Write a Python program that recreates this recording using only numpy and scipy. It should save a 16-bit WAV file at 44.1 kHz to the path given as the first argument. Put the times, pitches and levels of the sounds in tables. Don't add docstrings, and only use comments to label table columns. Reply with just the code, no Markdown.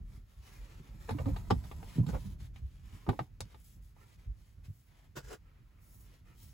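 import sys
import numpy as np
from scipy import signal
from scipy.fft import rfft, irfft, next_fast_len
from scipy.io import wavfile

SR = 44100
rng = np.random.default_rng(int(sys.argv[2]) if len(sys.argv) > 2 else 0)


def wav_out(sig):
    wavfile.write(sys.argv[1], SR, np.round(np.clip(np.atleast_2d(sig).T, -1, 1) * 32767).astype(np.int16))


N = 287973
T = np.arange(N) / SR


def amp(db):
    return 10 ** (np.asarray(db) / 20)


def unit(x):
    return x / np.sqrt(np.mean(x ** 2, axis=-1, keepdims=True) + 1e-20)


def unit_hit(x):
    return unit(x) * np.sqrt(.015 * SR / x.shape[1])


def read(points, hz):
    f, value = np.transpose(points)
    return np.interp(np.log(hz + 1), np.log(f + 1), value)


def follow(curve):
    s, db = np.transpose(curve)
    gate = np.interp(T, [s[0] - .05, s[0], s[-1], s[-1] + .05], [0, 1, 1, 0])
    return amp(np.interp(T, s, db)) * gate


def add(mix, s, sound):
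    part = mix[:, max(round(s * SR), 0):][:, :sound.shape[1]]
    part += sound[:, :part.shape[1]]


def colour(x, points, tilt_db=0, size=8192):
    hz = abs(np.fft.fftfreq(size, 1 / SR))
    octaves = np.log2(np.maximum(hz, 400) / 1000)
    log_gain = np.log(amp(read(points, hz) + tilt_db * octaves))
    taps = np.fft.ifft(np.exp(np.conj(signal.hilbert(log_gain)))).real[:size // 2]
    return signal.fftconvolve(x, taps[None], axes=1)[:, :x.shape[1]]


def wander(count, per_s):
    steps = np.arange(count) * per_s / SR
    return unit(np.interp(steps, np.arange(4096), rng.standard_normal(4096)))


def slips(count, spread_db):
    noise, catch = rng.standard_normal(count), rng.exponential(1, count)
    return unit(noise * amp(spread_db * np.minimum(catch, 6)))


def wiping(speed_power=0.86, flutter_db=1.76):
    # (mid-stroke time [s], length [s], hiss [dB], hiss tilt [dB/octave], rub [dB])
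    strokes = [(0.141, 0.19, -70.5, 2, -75), (0.35, 0.21, -72.5, 1.5, -79), (0.509, 0.23, -62.5, 1, -68.5),
               (0.698, 0.26, -64, -0.5, -68), (0.887, 0.21, -70, 0.5, -69.5),
               (1.231, 0.66, -62.5, 1.5, -65), (1.681, 0.52, -63.5, 2, -71.5), (1.939, 0.21, -60, 0.5, -71),
               (2.193, 0.37, -62, 2, -74), (2.439, .12, -64.5, 0.5, -77), (2.573, 0.076, -69, 0, -76),
               (2.723, 0.34, -75.5, 0.5, -95), (2.983, 0.42, -67, 0.5, -71.5), (3.181, 0.22, -67, 1.5, -73),
               (3.517, 0.22, -69.5, -0.5, -80), (3.677, 0.26, -65, 6, -86), (3.873, 0.14, -71, 5, -86),
               (4.021, 0.15, -72, 1.5, -70.5), (4.112, .12, -67.5, 1, -74), (4.228, .12, -72, 0, -79),
               (4.45, 0.24, -74, 2.5, -85), (4.661, 0.061, -67.5, 0.5, -90), (4.782, 0.3, -70.5, 7.5, -91),
               (4.976, 0.25, -72.5, -0.5, -78), (5.533, 0.25, -103, 4, -74.5), (5.781, 0.33, -86, 3, -77.5),
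               (5.953, .33, -62.5, 8, -74.5), (6.114, 0.21, -70, 0.5, -75.5), (6.311, .14, -73, 1, -69.5),
               (6.462, 0.28, -62, 5, -76.5)]
    # (frequency [Hz], level [dB])
    fibre_eq = [(60, -21), (250, 7), (700, 3), (1300, 3), (2000, 5), (3200, 5.5), (5000, 0), (7200, 0),
                (11000, -1), (16000, -4.5)]
    # (frequency [Hz], level [dB])
    glass_eq = [(60, -20), (300, 3.5), (700, -5), (950, -2), (1130, -4.5), (1340, 1.5), (1550, -10),
                (1800, -3.5), (2200, -3.5), (2550, -3), (2950, -8), (6000, -27.5), (16000, -40.5)]
    out = np.zeros((2, N))
    for s, length, hiss_db, tilt_db, rub_db in strokes:
        t = np.arange(max(s - length / 2, 0), s + length / 2, 1 / SR)
        speed = abs(np.cos(np.pi * (t - s) / length))
        travel = np.pi / 2 * ((t - s) / length + .5)
        start, end = (cabin(slips(len(t), spread_db=4), wet_db=-2, size=4096) for _ in range(2))
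        friction = np.cos(travel) * start + np.sin(travel) * end
        friction *= amp(flutter_db * wander(len(t), per_s=35.4))
        hiss = amp(hiss_db) * speed ** speed_power * unit(colour(friction, fibre_eq, tilt_db, size=2048))
        rub = amp(rub_db) * speed * unit(colour(friction, glass_eq, size=2048))
        add(out, t[0], hiss + rub)
    return out


def dragging(judder_db=3):
    # (time [s], level [dB])
    pressure = [(1.05, -67), (1.14, -53.5), (1.266, -55), (1.374, -55), (1.556, -60.5), (1.816, -57),
                (2.142, -55), (2.35, -73)]
    # (frequency [Hz], level [dB])
    pressed_eq = [(40, -8.5), (150, 15), (300, -11), (600, -5.5), (900, -7.5), (1500, -17), (3000, -34),
                  (8000, -26.5)]
    drag = slips(N, spread_db=6.5) * amp(judder_db * wander(N, per_s=70))
    return follow(pressure) * unit(colour(cabin(drag, wet_db=6), pressed_eq))


def contact(t, noise_db, decay_s):
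    return (t == 0) + amp(noise_db) * rng.standard_normal(len(t)) * np.exp(-t / decay_s)


def knocks(off_pitch_db=9, nail_tilt=0.089):
    # (time [s], ring [dB], centre of the strike [Hz], tick [dB])
    hits = [(1.092, -42.5, 1100, -52.5), (1.108, -44, 910, -53.5), (1.187, -48, 1890, -74),
            (1.258, -48, 900, -66), (1.363, -48, 1220, -57.5), (1.503, -39, 830, -54),
            (1.5074, -26.5, 720, -43.5), (1.64, -58.5, 1200, -64.5), (1.714, -50, 955, -59.5),
            (1.829, -52, 710, -63.5), (1.978, -48.5, 370, -69), (2.065, -57, 1000, -59),
            (2.09, -48, 596, -67), (2.56, -67, 900, -62), (3.0662, -50, 1040, -79),
            (3.0901, -33.5, 1040, -50), (3.131, -46, 530, -80), (3.192, -35.5, 1200, -60.5),
            (3.4051, -57, 1134, -55), (3.545, -59, 1000, -68.5), (3.965, -68, 1000, -92)]
    # (frequency [Hz], level [dB], t60 [s])
    modes = [(295, 6, 0.055), (438, 2.5, 0.022), (530, -4.5, 0.04), (787, -3, 0.025), (873, 0.5, 0.029),
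             (1000, -5, 0.021), (1179, -4, 0.023), (1507, -10.5, 0.027), (1800, -11, 0.0267),
             (2160, -13.5, 0.0284), (2760, -14, 0.03)]
    # (frequency [Hz], level [dB])
    tick_eq = [(100, -9), (700, -5.5), (1400, 1.5), (2500, 5), (4500, 1.5), (5800, -6.5), (7500, -3),
               (10500, -5), (12500, -10), (16000, -13)]
    out, t = np.zeros((2, N)), np.arange(SR // 4) / SR
    hz, mode_db, t60 = np.transpose(modes)[:, :, None]
    for s, ring_db, centre_hz, tick_db in hits:
        detune = 1 + .015 * rng.standard_normal(hz.shape)
        struck_db = mode_db - off_pitch_db * np.log2(hz / centre_hz) ** 2
        ring = (amp(struck_db - 60 * t / t60) * np.sin(2 * np.pi * hz * detune * t)).sum(0)
        tick = contact(t, noise_db=-5, decay_s=0.0007)
        tilt_db = nail_tilt * (tick_db - ring_db)
        add(out, s, amp(ring_db) * unit_hit(cabin(ring, wet_db=2.5)))
        add(out, s, amp(tick_db) * unit_hit(colour(cabin(tick, wet_db=15), tick_eq, tilt_db)))
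    return out


def thumps(swell_cycles=1.005, overtone_ratio=1.407, overtone_db=-8, upper_ratio=2.4, rattle_db=-12):
    # (time [s], level [dB], pitch [Hz], relative upper resonance [dB])
    bumps = [(0.0, -42.5, 40.2, -28), (0.364, -43, 60.3, -19), (0.573, -40, 44.4, -27),
             (.797, -44.5, 155, -14), (0.944, -48, 129.6, -14.5), (1.108, -30, 96.4, -8),
             (1.145, -35, 121.7, -2), (1.196, -30.5, 89, -26), (1.261, -27, 110, -3.5),
             (1.283, -32, 115.5, -2), (1.308, -30.5, 76.4, -11), (1.511, -24.5, 103.5, -6.5),
             (1.516, -25, 175.3, -20), (1.553, -28, 64.6, -17.5), (1.958, -34, 155, -21.5),
             (1.983, -21, 160.5, -24), (1.996, -19, 116, -27), (2.03, -29.5, 137.5, -27),
             (2.068, -30, 157, -28), (2.088, -31.5, 187, -16), (2.114, -30, 63.2, -15),
             (2.25, -38.5, 80.2, -1.5), (2.42, -37.5, 82.3, -29), (2.62, -31.5, 65.8, -25),
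             (2.926, -42, 100, -15), (3.082, -23, 107.4, -8.5), (3.202, -32.5, 127.6, -14.5),
             (3.407, -41.5, 89.6, -15.5), (4.262, -32, 51.8, -16), (4.682, -36.5, 97.7, -36.5),
             (5.169, -41.5, 133, -25), (5.228, -45, 52.4, -8)]
    out, t = np.zeros((2, N)), np.arange(SR // 3) / SR
    for s, db, hz, upper_db in bumps:
        phase, swell_s = 2 * np.pi * hz * t, swell_cycles / hz
        overtone = amp(overtone_db) * np.sin(overtone_ratio * phase)
        rattle = amp(rattle_db) * wander(len(t), per_s=2 * hz) * np.cos(phase)
        upper = amp(upper_db) * np.sin(upper_ratio * phase)
        push = amp(db) * t / swell_s * np.exp(1 - t / swell_s)
        mid = np.sin(phase) + overtone + rattle + upper
        side = rng.choice([-1, 1]) * (np.cos(phase) + upper)
        add(out, s, push * np.array([mid, side]))
    return out


def slides(events, surface_eq, grip_db, wet_db, let_go_s=0.03):
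    out, t = np.zeros((2, N)), np.arange(SR // 3) / SR
    for s, db, rise_s, tilt_db in events:
        grains = slips(len(t), spread_db=2) * amp(grip_db * wander(len(t), per_s=266))
        force = np.minimum(t / rise_s, 1) * np.exp(-(np.maximum(t - rise_s, 0) / let_go_s) ** 2)
        add(out, s, amp(db) * force * unit(colour(cabin(grains, wet_db), surface_eq, tilt_db)))
    return out


def scuffs():
    # (time [s], level [dB], rise [s], tilt [dB/octave])
    catches = [(1.084, -41, 0.0088, -5.5), (2.064, -51.5, 0.025, -1.5), (3.073, -37, 0.018, -14.5),
               (5.153, -43, 0.016, -1), (5.195, -58, 0.093, -0.5), (5.29, -46.5, 0.037, -2)]
    # (frequency [Hz], level [dB])
    trim_eq = [(50, 0), (150, -5), (250, -4.5), (330, 1.5), (480, 7), (600, -3), (850, -2), (1200, -4.5),
               (1430, 1), (1800, -2.5), (2200, -7.5), (4000, -9), (7500, -6), (11000, -12.5),
               (16000, -10.5)]
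    return slides(catches, trim_eq, grip_db=2.5, wet_db=-3.5)


def skids():
    # (time [s], level [dB], rise [s], tilt [dB/octave])
    events = [(1.182, -44, 0.0046, -0.5), (1.256, -42.5, 0.024, -2.5), (2.12, -43, 0.024, 0)]
    # (frequency [Hz], level [dB])
    skid_eq = [(60, -5), (200, -9), (275, 7), (335, -10), (430, -4.5), (535, 6.5), (660, -10.5), (780, -5),
               (880, -3), (1020, -14), (1270, -12), (1600, -31), (2200, -22), (4000, -37), (16000, -42)]
    return slides(events, skid_eq, grip_db=3, wet_db=2.5)


def snap():
    # (time [s], level [dB])
    events = [(3.4058, -43.5)]
    # (frequency [Hz], level [dB])
    plastic_eq = [(100, -17), (700, 0.5), (1500, 2.5), (2500, -3), (4000, 1), (7000, -0.5), (10500, 0.5),
                  (13000, -21), (16000, -9)]
    out, t = np.zeros((2, N)), np.arange(SR // 4) / SR
    for s, db in events:
        tick = contact(t, noise_db=-8, decay_s=0.0016)
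        add(out, s, amp(db) * unit_hit(colour(cabin(tick, wet_db=-2), plastic_eq)))
    return out


def rumble(seat_db=4, lumps_db=2.5, air_db=-76):
    # (time [s], relative level [dB])
    lean = [(0.0, -48), (0.29, -62), (1.03, -55.5), (1.25, -41), (1.51, -48), (1.76, -50.5), (2.0, -58.5),
            (2.13, -43.5), (2.51, -50), (2.75, -58), (3.33, -56), (3.7, -60.5), (4.05, -63), (4.42, -61.5),
            (4.62, -59), (4.87, -65), (5.4, -60.5), (5.6, -64), (5.82, -61.5), (6.2, -59), (6.53, -60)]
    # (frequency [Hz], level [dB])
    seat_eq = [(12, -29), (25, -11), (42, 5.5), (60, -2), (110, -5.5), (170, -14.5), (280, -26.5),
               (500, -41.5), (1500, -57.5), (6000, -79.5)]
    # (frequency [Hz], level [dB])
    air_eq = [(20, 12.5), (100, 12.5), (300, 2.5), (800, -1.5), (2000, -0.5), (3500, -7), (8000, -10.5),
              (16000, -8)]
    seat = unit(colour(rng.standard_normal((2, N)), seat_eq))
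    seat *= amp(lumps_db * wander(N, per_s=22))
    air = unit(colour(rng.standard_normal((2, N)), air_eq))
    return amp(seat_db) * follow(lean) * seat + amp(air_db) * air


def cabin(x, wet_db, size=8192):
    # (frequency [Hz], t60 [s])
    decay = [(100, 0.2), (400, 0.081), (1500, 0.064), (5000, 0.081), (14000, 0.051)]
    hz, t, noise = signal.stft(rng.standard_normal((2, size)), SR, nperseg=128)
    response = signal.istft(noise * amp(-60 * t / read(decay, hz)[:, None]), SR)[1]
    response *= amp(wet_db) / np.linalg.norm(response[0])
    response[0, 0] += 1
    response /= np.linalg.norm(response, axis=1, keepdims=True)
    return signal.fftconvolve(x[None], response, axes=1)[:, :len(x)]


def scene():
    # (frequency [Hz], side level [dB])
    width = [(50, -15), (130, -14), (270, -4), (700, -2.5), (1200, -1.5), (3000, -4), (6000, -2),
             (8000, -41.5), (16000, -15.5)]
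    mid, side = scuffs() + skids() + wiping() + dragging() + knocks() + snap() + thumps() + rumble()
    side = colour(side[None], width)[0]
    return np.array([mid + side, mid - side])


def record(dry, low_cut_hz=33, high_cut_hz=15900):
    # (frequency [Hz], left over right [dB])
    balance = [(40, -0.5), (110, -3), (200, -3.5), (380, 2), (1200, -2), (2400, 0), (4400, 3), (8000, 1)]
    # (frequency [Hz], lead of the left [half turns])
    phase_lead = [(7000, 0), (17500, -5)]
    size = next_fast_len(N + 4096)
    hz = np.fft.rfftfreq(size, 1 / SR)
    low_cut = signal.butter(5, low_cut_hz, "highpass", fs=SR, output="sos")
    high_cut = signal.firwin(511, high_cut_hz, window=("kaiser", 9), fs=SR)
    lead = np.pi * np.interp(hz, *np.transpose(phase_lead))
    left = amp(read(balance, hz) / 2) * np.exp(1j * lead / 2)
    spectrum = rfft(signal.sosfilt(low_cut, dry), size)
    ports = irfft(spectrum * np.array([left, 1 / left]), size)[:, :N]
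    return signal.oaconvolve(ports, high_cut[None], "same")


dry = scene()
out = record(dry)
wav_out(out)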